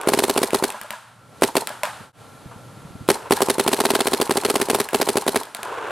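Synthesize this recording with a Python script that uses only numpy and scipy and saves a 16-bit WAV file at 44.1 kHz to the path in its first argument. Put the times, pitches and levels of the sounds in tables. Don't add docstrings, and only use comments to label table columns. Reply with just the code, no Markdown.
import sys
import numpy as np
from scipy import signal
from scipy.fft import rfft, irfft
from scipy.io import wavfile
from scipy.ndimage import uniform_filter1d

SR = 44100
rng = np.random.default_rng(int(sys.argv[2]) if len(sys.argv) > 2 else 0)


def dump_mix(stems):
    frames = np.atleast_2d(stems).T
    limited = np.clip(frames, -1, 1)
    pcm = np.round(limited * 32767).astype(np.int16)
    wavfile.write(sys.argv[1], SR, pcm)


N = 260612

# f/Hz, density/dB
AIR_SPECTRUM = [(150, -29), (250, -1), (348, -6), (476, 0), (890, -5), (971, -4.5), (1280, -6.5),
                (1400, -4.5), (1500, -9), (1880, -13.5), (2860, -16), (4410, -17), (5250, -21.5),
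                (11300, -19), (16000, -40)]
RUMBLE_SPECTRUM = [(15, -44.5), (25, -29), (41, -26), (113, 3), (173, -3), (230, -7), (269, -12), (303, -9),
                   (350, -19), (460, -23), (770, -120)]
RUSTLE_SPECTRUM = [(88, -59), (150, -33), (249, -35), (291, -15), (457, -3.5), (624, -8.5), (1020, -5.5),
                   (1290, -9), (1530, -9.5), (1900, -21), (2700, -19.5), (4760, -35.5), (9080, -36.5),
                   (14000, -46), (16000, -85)]
SLAP_SPECTRUM = [(200, -27.5), (600, -12), (1400, -9.5), (2200, -0.5), (3400, -7), (6000, -14.5),
                 (9000, -4.5), (12000, -8), (16000, -20)]
GAS_SPECTRUM = [(30, -27), (200, -3), (450, 10.5), (800, -3), (1400, -2), (2100, -3.5), (3200, -4.5),
                (4300, -2), (5400, -8.5), (6700, -11), (8800, -2.5), (11000, -6), (13500, -10.5),
                (16000, -48)]
# f/Hz, density/dB
SHOT_WASH_SPECTRUM = [(60, -13.5), (300, -1.5), (480, 3), (650, -10), (900, 1.5), (1150, -7), (1500, -8),
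                      (2300, -15), (4300, -14), (6300, -17), (9000, -14.5), (12000, -16), (16000, -36)]
FENCE_WASH_SPECTRUM = [(100, -40), (380, -24), (600, -6), (900, 0.5), (1150, -2), (1400, 0.5),
                       (2000, -10.5), (3200, -12.5), (6000, -20.5), (9000, -17), (12000, -22), (16000, -40)]
# f/Hz, side re mid/dB
STEREO_WIDTH = [(60, -14), (250, -7.5), (2000, -18.5), (4000, -14.5), (8500, -6), (12000, -1.5), (16000, 6)]
# t/s, air level/dB, rumble level/dB
BED_LEVELS = [(0.9, -68.5, -58.5), (1.4, -44.5, -48.5), (2.35, -46, -48.5), (3.05, -47, -45.5),
              (5.5, -49, -56)]
# f/Hz, level/dB
HUM_TONES = [(118, -56.5), (1358, -56.5)]
# centre t/s, fade each way/s, floor/dB
LEVEL_DIP = (2.125, 0.087, -42)
# t/s, relative level/dB
GRIP_BUMPS = [(2.006, -28.5), (2.458, -28.5), (2.56, -34), (2.85, -31.5), (2.904, -33), (2.953, -24.5),
              (3.009, -24.5)]
# t/s, length/s, rise/s, level/dB
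NOISE_SWELLS = [(0.0, 0.062, 0.001, -24.5), (2.51, 0.01, 0.003, -41), (3.135, 0.14, 0.022, -32),
                (5.572, 0.4, 0.14, -25.5)]
# delay/s, gain/dB, low f/Hz, high f/Hz
REFLECTIONS = [(0.0403, -14.5, 5500, 13000), (0.041, -13.5, 4116, 4370), (0.052, -7, 850, 1014),
               (0.067, -21, 850, 1070)]
# t/s, relative level/dB
CLEAR_HITS = [(0.013, -12), (0.7026, -4.5), (0.814, -13), (0.9059, -10), (1.6722, -4.5), (1.8336, -6.5),
              (3.369, -5), (4.8883, -7), (5.5482, -7.5), (5.631, -10.5)]
# f/Hz, relative level/dB, T60/s
BOARD_MODES = [(215, -29.5, 0.099), (599, -17, 0.069), (697, -24.5, 0.087), (837, -19, 0.038),
               (998, -14.5, 0.068), (1398, -25, 0.031), (1655, -19.5, 0.066)]
BODY_MODES = [(184.6, -11, 0.013), (390, 3, 0.014), (645, -2, 0.013), (976, -4, 0.013), (1433, -12, 0.01)]
MUZZLE_MODES = [(270, -11, .016), (400, -7.5, 0.012), (655, -9.5, 0.022), (980, -11, 0.013),
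                (1680, -25, 0.015)]
BARREL_MODES = [(134, -33, 0.059), (218, -18, 0.033), (403, -8.5, 0.04), (636, -24, 0.048),
                (850, -20.5, 0.039), (1235, -30, 0.03)]
# t after valve opens/s, relative level/dB, decay/s
GAS_SURGES = [(0.0, -18, 0.0017), (.0015, -11, 0.003), (.0048, -8.5, 0.0014), (.0075, -17, 0.0028),
              (.0145, -15, 0.002)]
SHOTS_S = [0.073, 0.1202, 0.1746, 0.2223, 0.2822, 0.3621, 0.4165, 0.532, 0.6246, 1.421, 1.5537, 3.088,
           3.3082, 3.405, 3.4854, 3.5825, 3.6637, 3.716, 3.789, 3.8381, 3.8891, 3.936, 3.9907, 4.056,
           4.1193, 4.2002, 4.295, 4.3562, 4.4354, 4.4854, 4.5413, 4.6, 4.6856, 4.732, 4.7861, 4.9315,
           5.0005, 5.074, 5.1559, 5.2649, 5.3452]


def from_db(db):
    return 10 ** (np.asarray(db) / 20)


def gain_at(points, hz):
    known_hz, db = np.transpose(points)
    return from_db(np.interp(np.log(hz + 1), np.log(known_hz), db))


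def noise(spectrum):
    hz = np.fft.rfftfreq(N, 1 / SR)
    mid, side = rfft(rng.standard_normal((2, N)))
    width, gain = gain_at(STEREO_WIDTH, hz), gain_at(spectrum, hz)
    stereo = (mid + width * side * [[1], [-1]]) / np.sqrt(1 + width ** 2)
    return irfft(gain * stereo, N) / np.sqrt(np.mean(gain ** 2))


def impulses(times_s, db):
    out = np.zeros(N)
    np.add.at(out, np.clip(np.round(times_s * SR).astype(int), 0, N - 1), from_db(db))
    return out


def decay(kicks, decay_s):
    return signal.lfilter([1], [1, -np.exp(-1 / (decay_s * SR))], kicks + 1e-18)


def delayed(x, delay_s):
    return np.pad(x, [(0, 0)] * (x.ndim - 1) + [(int(delay_s * SR), 0)])[..., :N]


def strike(modes, times_s, db, scatter_db):
    out = np.zeros(N)
    for k, (hz, mode_db, t60_s) in enumerate(modes):
        radius, step_rad = from_db(-60 / (t60_s * SR)), 2 * np.pi * hz / SR
        feedback = [1, -2 * radius * np.cos(step_rad), radius ** 2]
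        kicks = impulses(times_s, db + mode_db + scatter_db * rng.standard_normal(len(times_s)))
        out += (-1) ** k * signal.lfilter([0, np.sin(step_rad)], feedback, kicks + 1e-18)
    return out


def low_cut(x, hz):
    return signal.sosfilt(signal.butter(2, hz, "high", fs=SR, output="sos"), x)


def background():
    t = np.arange(N) / SR
    knots_s, air_db, rumble_db = np.transpose(BED_LEVELS)
    hum = 0
    for hz, db in HUM_TONES:
        drift_rad = 0.015 * np.cumsum(rng.standard_normal(N))
        hum += from_db(db) * np.sqrt(2) * np.sin(2 * np.pi * hz * t + drift_rad)
    air = from_db(np.interp(t, knots_s, air_db)) * noise(AIR_SPECTRUM)
    rumble = from_db(np.interp(t, knots_s, rumble_db)) * noise(RUMBLE_SPECTRUM)
    return air + rumble + hum


def grip_bumps(bump_s=0.0093):
    kicks = impulses(*np.transpose(GRIP_BUMPS))
    return uniform_filter1d(decay(kicks, bump_s), size=300) * noise(RUMBLE_SPECTRUM)


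def noise_swells(grains_per_s=220, grain_s=0.0016, release_s=0.02):
    t = np.arange(N) / SR
    envelope = 0
    for start_s, length_s, rise_s, db in NOISE_SWELLS:
        rise = np.clip((t - start_s) / rise_s, 0, 1)
        release = np.exp(-np.maximum(t - start_s - length_s, 0) / release_s)
        envelope += from_db(db) * rise * release
    grain_power = decay(rng.random(N) < grains_per_s / SR, grain_s) + 0.39
    return envelope * np.sqrt(grain_power / np.mean(grain_power)) * noise(RUSTLE_SPECTRUM)


def yard_wash(x, spectrum, wet_db, build_s, early_t60_s, late_t60_s, late_db):
    t = np.arange(SR) / SR
    build = 1 - np.exp(-(t / build_s) ** 2)
    tail = from_db(-60 * t / early_t60_s) + from_db(late_db - 60 * t / late_t60_s)
    response = (build * tail) ** 2
    power = signal.fftconvolve(np.mean(x ** 2, axis=0), response / np.sum(response))[:N]
    return from_db(wet_db) * np.sqrt(np.maximum(power, 0)) * noise(spectrum)


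def echoes(x):
    out = 0
    for delay_s, db, low_hz, high_hz in REFLECTIONS:
        band = signal.butter(1, [low_hz, high_hz], "band", fs=SR, output="sos")
        out += from_db(db) * signal.sosfilt(band, delayed(x, delay_s))
    return out


def landings(flight_s=0.283, spread_s=0.003, hit_db=-10, spread_db=0.5, gap_s=0.04):
    clear_s, clear_db = np.transpose(CLEAR_HITS)
    lateness, hardness = rng.standard_normal((len(SHOTS_S), 2)).T
    hits_s = np.array(SHOTS_S) + flight_s + spread_s * lateness
    hits_db = hit_db + spread_db * hardness
    apart = np.min(abs(hits_s[:, None] - clear_s), axis=1) > gap_s
    return np.append(clear_s, hits_s[apart]), np.append(clear_db, hits_db[apart])


def fence_hits(slap_db=-1, boards_db=-7, rebound_s=0.035, rebound_db=-2, echo_s=0.02, echo_db=-11):
    hits_s, db = landings()
    slap = decay(impulses(hits_s, db + slap_db), decay_s=0.0017) * noise(SLAP_SPECTRUM)
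    rebounds_s = hits_s + rebound_s * rng.uniform(0.8, 1.2, len(hits_s))
    boards = strike(BOARD_MODES, hits_s, db + boards_db, scatter_db=8.5)
    rebounds = strike(BOARD_MODES, rebounds_s, db + rebound_db, scatter_db=5)
    return slap + from_db(echo_db) * delayed(slap, echo_s) + boards + rebounds


def bolt(gain_db=1.5, trigger_lead_s=0.0094, stop_lag_s=0.00567):
    starts_s = np.array(SHOTS_S)
    thump = -strike(BODY_MODES, starts_s, db=0, scatter_db=2.5)
    knock = -strike(BODY_MODES, starts_s + stop_lag_s, db=-11, scatter_db=1)
    slide = decay(impulses(starts_s, db=-28), decay_s=0.052) * noise(GAS_SPECTRUM)
    trigger = decay(impulses(starts_s - trigger_lead_s, db=-35), decay_s=0.0056)
    clack = decay(impulses(starts_s, db=-15), decay_s=0.0048)
    body = low_cut(thump + knock + slide, hz=115)
    return from_db(gain_db) * (body + (trigger + clack) * noise(SLAP_SPECTRUM))


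def valve_times(wait_s=0.0126, extra_wait_s=0.0055, recovery_s=0.03):
    since_last_s = np.diff(SHOTS_S, prepend=-1)
    return np.array(SHOTS_S) + wait_s + extra_wait_s * np.exp(-since_last_s / recovery_s)


def blast(gain_db=16, pop_lag_s=0.00095, shock_lag_s=0.0053, ring_after_pop_s=0.0074):
    opens_s = valve_times()
    scatter_db = rng.standard_normal((len(opens_s), len(GAS_SURGES)))
    hiss_power = sum(decay(impulses(opens_s + lag_s, db + scatter_db[:, k]), decay_s) ** 2
                     for k, (lag_s, db, decay_s) in enumerate(GAS_SURGES))
    pop = -strike(MUZZLE_MODES, opens_s + pop_lag_s, db=0, scatter_db=1)
    shock = -decay(impulses(opens_s + shock_lag_s, db=2), decay_s=0.000096)
    ring = strike(BARREL_MODES, opens_s + pop_lag_s + ring_after_pop_s, db=0, scatter_db=0)
    hiss = np.sqrt(hiss_power) * noise(GAS_SPECTRUM)
    return from_db(gain_db) * low_cut(hiss + pop + shock + ring, hz=139)


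def dip():
    centre_s, fade_s, floor_db = LEVEL_DIP
    return np.clip(abs(np.arange(N) / SR - centre_s) / fade_s, from_db(floor_db), 1)


def scene(left_db=-0.57):
    marker = (bolt() + blast()) * from_db([[left_db], [0]])
    fence = fence_hits()
    shot_wash = yard_wash(marker, SHOT_WASH_SPECTRUM, wet_db=-16.5, build_s=0.017,
                          early_t60_s=0.13, late_t60_s=0.66, late_db=-22.5)
    fence_wash = yard_wash(fence, FENCE_WASH_SPECTRUM, wet_db=-3, build_s=0.0058,
                           early_t60_s=0.15, late_t60_s=0.9, late_db=-9)
    firing = marker + fence + shot_wash + fence_wash + echoes(marker)
    return (firing + grip_bumps() + noise_swells() + background()) * dip()


def limiter(x, threshold_db=-5, release_s=0.13, treble_weight=2.413,
            memory_s=0.37, memory_share=0.78, memory_start_db=12, makeup_db=0.85):
    sensed = x + treble_weight * np.diff(x, prepend=0)
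    power = uniform_filter1d(np.mean(sensed ** 2, axis=0), size=176)
    over_db = np.maximum(10 * np.log10(np.maximum(power, 1e-12)) - threshold_db, 1e-6)
    age = np.arange(N) / SR / release_s
    held_db = np.exp(np.maximum.accumulate(np.log(over_db) + age) - age)
    pole = np.exp(-1 / (memory_s * SR))
    memory_db, _ = signal.lfilter([1 - pole], [1, -pole], held_db, zi=[memory_start_db])
    reduction_db = uniform_filter1d(np.hypot(held_db, memory_share * memory_db), size=44)
    return x * from_db(makeup_db - reduction_db)


def record(dry, clip_level=0.92, cutoff_hz=16100):
    clipped = np.clip(low_cut(limiter(dry), hz=22), -clip_level, clip_level)
    top_cut = signal.ellip(10, 0.2, 80, cutoff_hz, fs=SR, output="sos")
    return signal.sosfilt(top_cut, clipped)


dry = scene()
out = record(dry)
dump_mix(out)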